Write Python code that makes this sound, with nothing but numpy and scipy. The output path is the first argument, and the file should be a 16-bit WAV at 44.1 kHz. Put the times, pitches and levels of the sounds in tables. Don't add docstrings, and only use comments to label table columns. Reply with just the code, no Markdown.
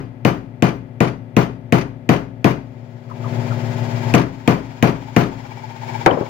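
import sys
import numpy as np
from scipy import signal
from scipy.fft import rfft, irfft, next_fast_len
from scipy.io import wavfile
from scipy.ndimage import minimum_filter1d

SR = 44100
rng = np.random.default_rng(int(sys.argv[2]) if len(sys.argv) > 2 else 0)


def inscribe(sig):
    pcm = np.round(np.clip(np.atleast_2d(sig).T, -1, 1) * 32767)
    wavfile.write(sys.argv[1], SR, pcm.astype(np.int16))


N = 277388
TIME = np.arange(N) / SR
RING_TIME = np.arange(int(.6 * SR)) / SR
STROKE_HZ = 16.147

# (time [s], force [dB])
BLOWS = [(-.125, 2), (0.2494, 1), (0.6231, 1), (1.0041, 0), (1.3658, 1.5), (1.7232, 2.5), (2.0907, 2.5),
         (2.4436, 1.5), (4.139, 4), (4.476, 2), (4.8254, 3), (5.1634, 3)]
# (frequency [Hz], left over right [dB])
BALANCE = [(60, 10.5), (200, 8), (400, 9), (700, 10), (1300, 6), (2500, 7), (5000, 1.5), (9000, 1.5),
           (15000, 1)]
# (frequency [Hz], correlation [-1..1])
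CORRELATION = [(60, 1), (200, 0.88), (400, 0.81), (700, -0.12), (1400, -0.18), (3000, 0.23), (6000, -0.22),
               (15000, 0.064)]
ROOM_RIPPLE = rng.standard_normal((2, 442))


def amp(db):
    return 10 ** (np.asarray(db) / 20)


def read(points, hz):
    f, value = np.transpose(points)
    return np.interp(np.log(hz + 1), np.log(f + 1), value)


def add(mix, time_s, sound):
    start = round(time_s * SR)
    sound = sound[:, max(-start, 0):]
    part = mix[:, max(start, 0):][:, :sound.shape[1]]
    part += sound[:, :part.shape[1]]


def noise(spectrum, size=len(RING_TIME), ripple_db=3):
    hz = np.fft.rfftfreq(size, 1 / SR)
    left, other = rfft(rng.standard_normal((2, size)))
    corr = read(CORRELATION, hz)
    right = (corr * left + np.sqrt(1 - corr ** 2) * other) * amp(-read(BALANCE, hz))
    ripple = np.array([np.interp(hz, np.linspace(0, SR / 2, len(r)), r) for r in ROOM_RIPPLE])
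    ripple *= hz / (hz + 600)
    return irfft(np.array([left, right]) * amp(read(spectrum, hz) + ripple_db * ripple), size)


def long_noise(spectrum):
    return noise(spectrum, next_fast_len(N))[:, :N]


def tone(hz, db, cycles):
    return amp([[db], [db - read(BALANCE, hz)]]) * np.sin(2 * np.pi * cycles)


def fade(t60_s):
    return np.exp(-np.log(1000) * RING_TIME / t60_s)


def onset(rise_s):
    return 1 - np.exp(-(RING_TIME / rise_s) ** 2)


def hammer(click_db=-2, ring_db=-1, thump_db=-1.5, bite_db=-7, bite_hz=2510, fresh_share=0.39):
    # (time [s], click level [dB])
    skips = [(4.1482, 3), (4.1526, 2)]
    bench_delay_s = 0.001221
    out = np.zeros((2, N))
    common_boom = bench_boom()
    thump = amp(thump_db) * bench_thump()
    bite = amp(bite_db) * np.sin(2 * np.pi * bite_hz * RING_TIME) * fade(0.0095) * onset(0.00095)
    for time_s, force_db in BLOWS:
        boom = np.sqrt(1 - fresh_share) * common_boom + np.sqrt(fresh_share) * bench_boom()
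        steel = bite + amp(click_db) * click() + amp(ring_db) * steel_ring()
        add(out, time_s, amp(force_db) * steel)
        add(out, time_s + bench_delay_s, amp(force_db) * (boom * onset(0.0014) + thump))
    for time_s, db in skips:
        add(out, time_s, amp(db) * click())
    return out


def click(t60_s=0.019):
    # (frequency [Hz], level [dB])
    spectrum = [(300, -61), (900, -30.5), (1500, 0), (2000, 2), (2500, 2), (3200, -4), (4000, -16),
                (7000, -13), (9000, -27.5), (11000, -22), (15500, -28)]
    return noise(spectrum) * fade(t60_s) * onset(0.0004)


def steel_ring(max_detune=0.00303, partials=4):
    # (frequency [Hz], level [dB], t60 [s])
    modes = [(1920, -42, .25), (2210, -39, .28), (2460, -33, .26), (2915, -32, .28), (3040, -33, .3),
             (4735, -39, .34), (5855, -45, .29), (6150, -44, .29), (6605, -49, .23), (9170, -49, .32),
             (14790, -40, .27), (14950, -46, .24)]
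    out = np.zeros((2, len(RING_TIME)))
    for hz, db, t60_s in modes:
        partial_hz = hz * (1 + max_detune * rng.uniform(-1, 1, (2, partials, 1)))
        cycles = partial_hz * RING_TIME + rng.random((2, partials, 1))
        cluster = np.sin(2 * np.pi * cycles).sum(1) / np.sqrt(partials)
        out += amp([[db], [db - read(BALANCE, hz)]]) * fade(t60_s) * cluster
    return out * onset(0.0014)


def bench_thump(rise_s=0.003):
    # (frequency [Hz], level [dB], t60 [s])
    modes = [(53.8, -29.5, 0.79), (79.4, -24, 0.44), (82.3, -29, 0.19), (95.2, -19, 0.26),
             (127.1, -2.5, 0.21), (133.3, -11.5, 0.18), (157, -12.5, 0.34), (176.65, -14.5, 0.48),
             (198.6, -12.5, 0.18), (237.5, 1, 0.085), (267.6, -18.5, 0.77), (274.5, -0.5, 0.092),
             (341.4, -19.5, 0.3), (408.6, -20.5, 0.37), (465.3, -14, .22), (582, -19.5, 0.27),
             (689, -13, 0.23), (1100, -44, 0.41)]
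    out = np.zeros((2, len(RING_TIME)))
    for k, (hz, db, t60_s) in enumerate(modes):
        phase = 2 * np.pi * hz * RING_TIME
        lag_rad = np.arccos(read(CORRELATION, hz))
        stereo = np.array([np.sin(phase), amp(-read(BALANCE, hz)) * np.sin(phase - lag_rad)])
        out += (-1) ** k * amp(db) * fade(t60_s) * stereo
    return out * onset(rise_s)


def bench_boom():
    # (frequency [Hz], level [dB])
    spectrum = [(25, -32), (70, -19), (130, 0), (300, 7.5), (650, 3.5), (1100, -0.5), (1600, -6),
                (2700, -15), (3600, -23.5), (6200, -29.5), (8500, -39.5), (11000, -38.5), (15500, -42)]
    # (frequency [Hz], t60 [s])
    decay_times = [(60, 0.89), (300, 0.34), (1000, 0.31), (3000, 0.33), (8000, 0.31), (15000, 0.17)]
    hz, time_s, bands = signal.stft(noise(spectrum), SR, nperseg=512)
    bands *= np.exp(-np.log(1000) * time_s / read(decay_times, hz)[:, None])
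    return signal.istft(bands, SR)[1][:, :len(RING_TIME)]


def chatter(flight_s=.05, spread_s=0.015, level_db=-11, spread_db=2, t60_s=0.078, clacks=3):
    # (frequency [Hz], level [dB])
    spectrum = [(300, -27), (1300, -4.5), (2400, -7.5), (3600, -19.5), (6500, -25), (8500, -48),
                (10400, -29.5), (12000, -64), (15500, -37)]
    out = np.zeros((2, N))
    envelope = (fade(t60_s) * onset(0.0005))[:SR // 10]
    for time_s, force_db in BLOWS:
        for late, strength in rng.standard_normal((clacks, 2)):
            clack = noise(spectrum, len(envelope)) * envelope
            db = force_db + level_db + spread_db * strength
            add(out, time_s + flight_s + spread_s * late, amp(db) * clack)
    return out


def compressor(first_stroke_s=.047, loose_db=-8):
    # (multiple of stroke rate [1], level [dB])
    harmonics = [(6, -55), (7, -35.5), (8, -41), (9, -40), (10, -58.5), (11, -50), (12, -52), (16, -49.5),
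                 (17, -64)]
    # (frequency [Hz], level [dB])
    hum_tones = [(120, -38.5), (240, -37.5), (307, -54.5), (360, -51), (387.5, -52), (533, -56.5),
                 (597.4, -51), (662, -51.5), (872, -55.5)]
    # (frequency [Hz], level [dB])
    casing = [(30, -51), (70, -43), (110, -15.5), (200, -35), (380, -25.5), (480, -32.5), (660, -27.5),
              (1100, -43.5), (2200, -46.5), (3500, -58.5), (7000, -75), (15000, -74)]
    strokes = STROKE_HZ * (TIME - first_stroke_s)
    throb = sum(tone(k * STROKE_HZ, db, k * strokes) for k, db in harmonics)
    hum = sum(tone(hz, db, hz * TIME + rng.random()) for hz, db in hum_tones)
    period = round(SR / STROKE_HZ)
    clatter = noise(casing, period)[:, np.arange(N) % period]
    return throb + hum + clatter + amp(loose_db) * long_noise(casing)


def air(leak_db=-25.5, ramp_start_s=2.36, flow_per_s=0.25, first_puff_s=0.0089, puff_depth=0.21):
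    # (frequency [Hz], half width [Hz], level [dB])
    valves = [(872, 61, -6.5), (2260, 57, -20.5), (5190, 30, -34.5)]
    # (frequency [Hz], level [dB])
    spectrum = [(200, -41), (500, -29.5), (900, -19), (1150, -32.5), (1500, -29.5), (2200, -33),
                (3200, -37.5), (3800, -42), (5100, -42.5), (5230, -36.5), (5400, -47), (7200, -46),
                (9000, -65), (11500, -57.5), (14000, -62.5), (15400, -53.5)]
    flow = amp(leak_db) + flow_per_s * np.maximum(TIME - ramp_start_s, 0)
    opening = (1 + np.cos(2 * np.pi * STROKE_HZ * (TIME - first_puff_s))) / 2
    hz = np.geomspace(100, 16000, 900)
    resonance = sum(amp(db) / (1 + ((hz - centre) / width) ** 4) for centre, width, db in valves)
    whistles = long_noise(np.c_[hz, 20 * np.log10(resonance)]) * opening ** 2
    rush = long_noise(spectrum) * (1 + puff_depth * (2 * opening - 1))
    return rush * flow + whistles * flow ** 2.65


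def tip(settle_s=0.014, settle_db=2, settle_pitch_ratio=.85):
    # (time [s], level [dB], pitch [Hz])
    touches = [(3.098, -32.5, 1210), (3.242, -37, 1210), (3.508, -39, 1370)]
    out = np.zeros((2, N))
    for time_s, db, hz in touches:
        add(out, time_s, amp(db) * tick(hz))
        add(out, time_s + settle_s, amp(db + settle_db) * tick(hz * settle_pitch_ratio))
    return out


def tick(hz, width_hz=170, t60_s=0.074):
    band = [(hz - 2 * width_hz, -45), (hz - width_hz / 2, 0),
            (hz + width_hz / 2, 0), (hz + 3 * width_hz, -50)]
    grain = noise(band)
    return grain / grain[0].std() * fade(t60_s) * onset(0.00066)


def landing(landing_hz=1320, rocking_hz=520, dulling_s=0.024, click_loss_db_per_s=400, room_db=-13):
    # (time [s], level [dB])
    knocks = [(6.061, 6), (6.066, 4), (6.076, -3), (6.109, -7), (6.121, -7), (6.139, -9.5), (6.172, -8),
              (6.209, -7.5), (6.221, -17.5)]
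    # (frequency [Hz], level [dB])
    handle = [(40, -32), (120, 10), (250, 5.5), (450, 13.5), (700, 13), (1000, 9), (1600, 4.5), (3000, -4),
              (8000, -14), (15000, -13)]
    out = np.zeros((2, N))
    envelope = (fade(0.088) + amp(room_db) * fade(0.36)) * onset(0.0014)
    for time_s, db in knocks:
        since_s = time_s - knocks[0][0]
        cutoff_hz = rocking_hz + (landing_hz - rocking_hz) * np.exp(-since_s / dulling_s)
        click_db = -4.5 - click_loss_db_per_s * since_s
        knock = signal.lfilter(*signal.butter(2, cutoff_hz, fs=SR), noise(handle))
        add(out, time_s, amp(db) * (knock * envelope + amp(click_db) * click()))
    add(out, 6.1095, amp(-20) * tick(hz=3020, width_hz=300, t60_s=0.026))
    return out


def scene(machine_right_db=-2.0):
    bench_work = hammer() + chatter() + tip() + landing()
    machine = compressor() + air()
    return bench_work + machine * amp([[0], [machine_right_db]])


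def peak_db(x):
    return 20 * np.log10(abs(x).max(0) + 1e-9)


def recover(cut_db, db_per_s):
    fall_db = TIME * db_per_s
    return np.maximum.accumulate(cut_db + fall_db) - fall_db


def record(dry, lift_db=17, cut_above_db=-22, hold_s=0.51, limit_above_db=1, cutoff_hz=15900):
    cut_db = np.clip(2 * (peak_db(dry) - cut_above_db), 0, lift_db)
    cut_db[0] = lift_db
    span = int(hold_s * SR)
    held_db = -minimum_filter1d(-cut_db, span, origin=(span - 1) // 2, mode="nearest")
    lifted = dry * amp(lift_db - recover(held_db, db_per_s=50))
    limit_db = recover(0.73 * np.maximum(peak_db(lifted) - limit_above_db, 0), db_per_s=170)
    pole = np.exp(-1 / (0.0067 * SR))
    limited = lifted * amp(-signal.lfilter([1 - pole], [1, -pole], limit_db))
    clipped = limited / (1 + limited ** 8) ** (1 / 8)
    lowpass = signal.firwin(161, cutoff_hz, window=("kaiser", 9), fs=SR)
    return signal.oaconvolve(clipped, lowpass[None], "same", axes=1)


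dry = scene()
out = record(dry)
inscribe(out)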